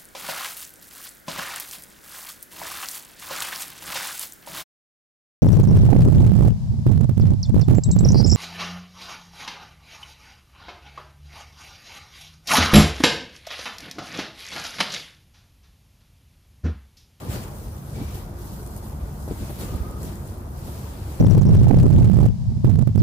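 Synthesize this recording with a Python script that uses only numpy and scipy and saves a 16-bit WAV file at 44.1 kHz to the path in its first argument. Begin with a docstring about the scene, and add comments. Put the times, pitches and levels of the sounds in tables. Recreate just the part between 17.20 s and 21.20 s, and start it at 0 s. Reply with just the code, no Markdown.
"""Shaking out a sheet in a tent

Inside a tent, close to the microphone, a cloth sheet is lifted, shaken and spread out twice.
The weave hisses as it slides and swishes when pulled; folds flap softly, small creases tick,
and the billowing cloth pushes puffs of air at the microphone.
A steady low rumble comes in from outside, and twice a faint thin whistle sounds."""
import sys
import numpy as np
from scipy import signal
from scipy.io import wavfile

SR = 44100
rng = np.random.default_rng(int(sys.argv[2]) if len(sys.argv) > 2 else 0)


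def to_wav(s):
    """Save 16-bit WAV."""
    ch = np.atleast_2d(s).T  # columns
    pcm = np.round(np.clip(ch, -1, 1) * 32767)  # PCM
    wavfile.write(sys.argv[1], SR, pcm.astype(np.int16))


N = 176400
TIME = np.arange(N) / SR

# the rumble outside swells a little: (time [s], level [dB])
RUMBLE_LEVEL = [(0,-32.5),(.6,-37),(1.3,-35),(2,-35),(2.7,-33.5),(3.3,-35.5),(4,-34.5)]
# narrow drones in the rumble: (frequency [Hz], level [dB])
DRONES = [(71,-41),(99,-42.5),(137,-45.5),(202,-49.5),(350,-54.5)]
# faint whistles: (start [s], length [s], pitch [Hz], level [dB], scoop [share of the pitch])
WHISTLES = [(0.745,0.17,2305,-58.5,0.012),(2.41,0.385,1240,-49.3,.09)]
# air pushed at the microphone: (time [s], peak [dB], pitch [Hz], pan left [dB])
AIR_PUFFS = [(0.098,-20,93,-2),(0.83,-28,69.5,-5),(0.857,-24.5,70,-1),(0.884,-23.5,71.4,0),(1.835,-21.5,74.4,0),(2.225,-24,76,-1),(2.556,-16.5,68,-4),(2.616,-18.5,65.4,-8),(3.102,-24,76,-1.5)]
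# creases that slip: (time [s], level [dB], decay [s])
CREASE_TICKS = [(.2195,-42,.001),(0.2385,-42,.0015),(0.649,-47,0.0018),(1.4298,-39,.0008),(1.464,-36.5,0.0011),(1.475,-37,0.0011),(1.5640,-36.5,0.0017),(1.567,-47,.001),(1.575,-39,.001),(1.578,-47,.002),(2.559,-46,0.011),(2.711,-42.5,.002),(2.82,-38,.001),(2.8312,-37.5,.0015),(2.849,-40,.001),(2.8595,-43,.001),(2.931,-38,.0007),(2.9558,-40.5,0.0015),(3.073,-43,0.0023),(3.076,-42,0.001),(3.099,-45,.002),(3.122,-46,0.0011)]
# folds that flap and go taut: (time [s], level [dB], half-length [s], pan left [dB], edge over body [dB])
FOLD_FLUTTERS = [(0.12,-35.5,0.098,2,-7.5),(0.167,-36.5,0.0088,1,-6),(0.778,-35,0.033,0.5,-14),(0.822,-32.5,0.027,3,-12),(0.951,-37,0.01,-5,-4),(2.084,-41,0.0078,6,-4),(2.115,-28.5,0.018,6.5,-16.5),(2.227,-34,0.03,3.5,-19),(2.303,-33,0.01,1,-6.5),(2.43,-31.5,0.046,0.5,-11),(2.545,-31,0.027,0,-28),(2.655,-39,0.12,7,-15),(2.87,-33,0.064,0.5,-22),(3.484,-35,0.03,1,-12)]
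# soft slaps of the hem: (time [s], level [dB], half-length [s])
HEM_SLAPS = [(0.1739,-25,0.00048),(0.143,-30,.0014),(.782,-27,0.0011),(0.807,-29,0.00091),(0.817,-24,0.00062),(.954,-20.5,0.0011),(2.0792,-19.5,0.00044),(2.0925,-32,0.00088),(2.112,-11.5,0.00076),(2.1228,-27,.0013)]
# cloth sliding lightly on cloth: (time [s], level [dB])
SLIDE_LEVEL = [(0,-50.5),(.2,-55),(.3,-51),(.44,-49),(.61,-53),(.75,-50),(.98,-49.5),(1.07,-54),(1.14,-56.5),(1.21,-49),(1.29,-49.5),(1.41,-49.5),(1.58,-49.5),(1.61,-55),(1.65,-48),(1.75,-54),(1.88,-53.5),(2.02,-50.5),(2.25,-46),(2.36,-48.5),(2.5,-50),(2.76,-53.5),(2.84,-45.5),(3.0,-52.5),(3.1,-50),(3.2,-55),(3.31,-56),(3.41,-49),(3.68,-49),(3.8,-53),(3.92,-48),(4,-52.5)]
# cloth dragged under tension, a fuller rub: (time [s], level [dB])
DRAG_LEVEL = [(0,-47),(.08,-52.5),(.14,-41.5),(.23,-46),(.31,-54.5),(.69,-58),(.75,-49.5),(.98,-47),(1.06,-55.5),(1.33,-61),(1.85,-56.5),(2.05,-59),(2.2,-47),(2.53,-51.5),(2.77,-59.5),(2.89,-48),(3.01,-57.5),(3.31,-61),(3.48,-50),(4,-51.5)]
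# quick pulls of the sheet: (peak time [s], level [dB], rise [s], fall [s])
SWISHES = [(0.133,-37.5,0.048,0.057),(.238,-48.5,0.024,.018),(.951,-49,0.019,0.019),(2.41,-39.5,0.017,0.11)]
# the hem brushing over cloth, thin and bright: (peak time [s], level [dB], rise [s], fall [s])
HEM_BRUSHES = [(.15,-43.5,0.038,0.028),(.953,-45.5,0.016,0.036),(1.22,-54.5,0.027,.03),(1.28,-49,0.022,0.026),(1.345,-48,0.022,0.032),(2.41,-43,0.026,.03)]

# spectrum of each noise at the microphone: (frequency [Hz], relative density [dB])
RUMBLE_COLOUR = [(38,-1),(55,0),(72,-5.5),(110,-7.5),(145,-9),(180,-12.5),(260,-16.5),(420,-20.5),(650,-22.5),(950,-24.5),(1400,-31.5),(2100,-42),(3200,-55),(15000,-72)]
TICK_COLOUR = [(1500,-6),(4000,-17),(8000,-1),(12000,-4.5),(15500,-32.5)]
FOLD_BODY_COLOUR = [(50,0.5),(120,4),(230,1),(400,-7),(700,-18.5),(1300,-32.5),(2500,-36)]
FOLD_EDGE_COLOUR = [(250,-3),(450,5),(750,-3.5),(1200,-9),(2200,-19)]
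SLIDE_COLOUR = [(1500,-28),(3000,-10),(4500,-3.5),(6200,-3.5),(8000,-2.5),(10000,-1.5),(11800,-0.5),(14000,-5),(15500,-1)]
DRAG_COLOUR = [(200,6),(600,9),(1400,5),(2300,3),(3200,2.5),(4600,0.5),(7000,-2.5),(14000,-7)]
SWISH_COLOUR = [(300,13),(900,6.4),(1500,14),(2200,7.4),(4000,5.3),(6000,4.3),(8000,8.1),(12000,1.8),(15500,8.2)]
BRUSH_COLOUR = [(6000,-8),(9000,-11),(12000,-4.5),(15000,-6)]
# likeness of the left and right channels: (frequency [Hz], correlation [-1 to 1])
RUMBLE_LIKENESS = [(50,0.98),(130,0.94),(260,0.72),(500,0.75),(900,0.013),(1500,-0.16),(3000,-0.072),(12000,-0.88)]
CLOTH_LIKENESS = [(200,0.83),(500,0.87),(1100,-0.35),(2500,0.014),(5000,-0.057),(9000,0.016),(13000,0.17)]


def from_db(db):
    """Decibels to gain."""
    return 10 ** (np.asarray(db) / 20)


def rms_one(x):
    """Scale to unit rms."""
    return x / np.sqrt(np.mean(x ** 2) + 1e-20)


def gain_curve(levels):
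    """A level curve as a gain at every sample."""
    return from_db(np.interp(TIME, *np.transpose(levels)))


def at_hz(points, hz):
    """Read a curve on a log-frequency axis."""
    frequencies, values = np.transpose(points)
    return np.interp(np.log(hz), np.log(frequencies), values)


def pan(db):
    """Left and right gains, the left louder by db."""
    return from_db(np.array([[db], [-db]]) / 2)


def drift(rate_hz):
    """A smooth random wander, rms 1."""
    step, settle = 40, 2000
    pole = np.exp(-2 * np.pi * rate_hz * step / SR)
    white = rng.standard_normal(N // step + settle + 2)
    slow = signal.lfilter([1], [1, -2 * pole, pole * pole], white)[settle:]
    return np.interp(np.arange(N) / step, np.arange(len(slow)), rms_one(slow))


def noise(colour, likeness, flicker_db, flicker_hz=16.4):
    """Stereo noise in third-octave bands, each with its own level, flicker and likeness; rms 1."""
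    edges = np.geomspace(35, 17000, 27)
    white, out = rng.standard_normal((2, 2, N)), 0
    for k, (low, high) in enumerate(zip(edges, edges[1:])):
        if high < colour[0][0] / 2 or low > colour[-1][0] * 2:
            continue
        band = signal.butter(3, [low, high], "band", fs=SR, output="sos")
        mid, side = signal.sosfilt(band, white[k % 2])
        hz = np.sqrt(low * high)
        alike = np.clip(at_hz(likeness, hz), -1, 1)
        gain = from_db(at_hz(colour, hz) + flicker_db * drift(flicker_hz))
        out = out + gain * (np.sqrt(1 + alike) * mid + np.sqrt(1 - alike) * side * [[1], [-1]])
    return rms_one(out)


def swell(s, rise, fall):
    """A rounded rise to a peak at s, then an exponential fall."""
    return np.exp(-(np.minimum(TIME - s, 0) / rise) ** 2 - np.maximum(TIME - s, 0) / fall)


def bump(s, half_length):
    """A bell-shaped envelope centred on s."""
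    return np.exp(-((TIME - s) / half_length) ** 2)


def narrow_tone(hz, width_hz):
    """A tone whose strength and phase wander within a narrow band."""
    phase = 2 * np.pi * np.cumsum(hz + np.zeros(N)) / SR
    return rms_one(drift(width_hz) * np.cos(phase) + drift(width_hz) * np.sin(phase))


def outside_rumble():
    """A steady low rumble with a few drones, heard from inside the tent."""
    rumble = gain_curve(RUMBLE_LEVEL) * pan(0.4) * noise(RUMBLE_COLOUR, RUMBLE_LIKENESS, flicker_db=1.48)
    drones = sum(from_db(db) * narrow_tone(hz, width_hz=7.4) for hz, db in DRONES)
    return rumble + drones


def whistles(scoop_s=0.0497, fade_s=0.03, width_hz=60, waver_hz=14, core_share=0.45):
    """Faint airy whistles scoop up to their pitch and hold it: a wavering core inside a narrow hiss."""
    out = 0
    for s, length, hz, db, scoop in WHISTLES:
        pitch = hz * (1 - scoop * np.exp(-np.maximum(TIME - s, 0) / scoop_s))
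        held = np.clip(np.minimum(TIME - s, s + length - TIME) / fade_s + .5, 0, 1)
        wavering_hz = [pitch + waver_hz * drift(width_hz) for _ in range(2)]
        core = rms_one(np.sin(2 * np.pi * np.cumsum(wavering_hz, axis=1) / SR))
        air = np.array([narrow_tone(pitch, width_hz) for _ in range(2)])
        out = out + from_db(db) * held * (np.sqrt(core_share) * core + np.sqrt(1 - core_share) * air)
    return out


def air_puffs(half_length_cycles=0.71):
    """The billowing sheet sucks and pushes the air at the microphone for a cycle or two."""
    out = 0
    for s, db, hz, pan_db in AIR_PUFFS:
        pressure = -np.cos(2 * np.pi * hz * (TIME - s)) * bump(s, half_length_cycles / hz)
        out = out + from_db(db) * pan(pan_db) * pressure
    return out


def creases(rise_s=0.00023):
    """Each crease slips with a tiny bright scratch, left of centre."""
    slips = sum(from_db(db) * swell(s, rise_s, decay) for s, db, decay in CREASE_TICKS)
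    return slips * pan(5) * noise(TICK_COLOUR, CLOTH_LIKENESS, flicker_db=3.2)


def hem_slaps():
    """The hem slaps close by, each time with one rounded dip in pressure."""
    dips = -sum(from_db(db) * bump(s, half_length) for s, db, half_length in HEM_SLAPS)
    return signal.sosfilt(signal.butter(1, 60, "high", fs=SR, output="sos"), dips)


def flapping_folds():
    """Folds flutter in dull bursts, with a papery edge when they go taut."""
    body = noise(FOLD_BODY_COLOUR, CLOTH_LIKENESS, flicker_db=1.7)
    edge = noise(FOLD_EDGE_COLOUR, CLOTH_LIKENESS, flicker_db=3.0)
    return sum(from_db(db) * pan(pan_db) * bump(s, half_length) * (body + from_db(edge_db) * edge)
               for s, db, half_length, pan_db, edge_db in FOLD_FLUTTERS)


def snags(per_s=390, power_share=0.17, spread_db=2.5, release_s=0.0008):
    """Threads catch and let go at random: a grainy gain on the friction hiss, rms 1."""
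    sizes = from_db(spread_db * np.minimum(rng.exponential(1, N), 5))
    catches = sizes * (rng.random(N) < per_s / SR)
    power = signal.lfilter([1], [1, -np.exp(-1 / (release_s * SR))], catches ** 2 + 1e-18)
    return np.sqrt(1 - power_share + power_share * power / power.mean())


def weave_friction(flicker_db=1.6):
    """The weave rubs close to the microphone: slides, drags, swishes and brushes share one grain."""
    pulls = sum(from_db(db) * swell(s, rise, fall) for s, db, rise, fall in SWISHES)
    touches = sum(from_db(db) * swell(s, rise, fall) for s, db, rise, fall in HEM_BRUSHES)
    slide = gain_curve(SLIDE_LEVEL) * pan(0.5) * noise(SLIDE_COLOUR, CLOTH_LIKENESS, flicker_db)
    drag = gain_curve(DRAG_LEVEL) * pan(3) * noise(DRAG_COLOUR, CLOTH_LIKENESS, flicker_db)
    swish = pulls * pan(2) * noise(SWISH_COLOUR, CLOTH_LIKENESS, flicker_db)
    brush = touches * noise(BRUSH_COLOUR, CLOTH_LIKENESS, flicker_db)
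    return snags() * (slide + drag + swish + brush)


def scene():
    """The sheet up close, with the faint whistles and the outside rumble behind it."""
    sheet = weave_friction() + creases() + flapping_folds() + hem_slaps() + air_puffs()
    return sheet + whistles() + outside_rumble()


def record(dry, low_cut_hz=26, high_cut_hz=15500):
    """The microphone chain rolls off the deepest bass and cuts the top steeply."""
    low_cut = signal.butter(2, low_cut_hz, "high", fs=SR, output="sos")
    high_cut = signal.ellip(12, .1, 80, high_cut_hz, fs=SR, output="sos")
    return signal.sosfilt(high_cut, signal.sosfilt(low_cut, dry))


dry = scene()
out = record(dry)
to_wav(out)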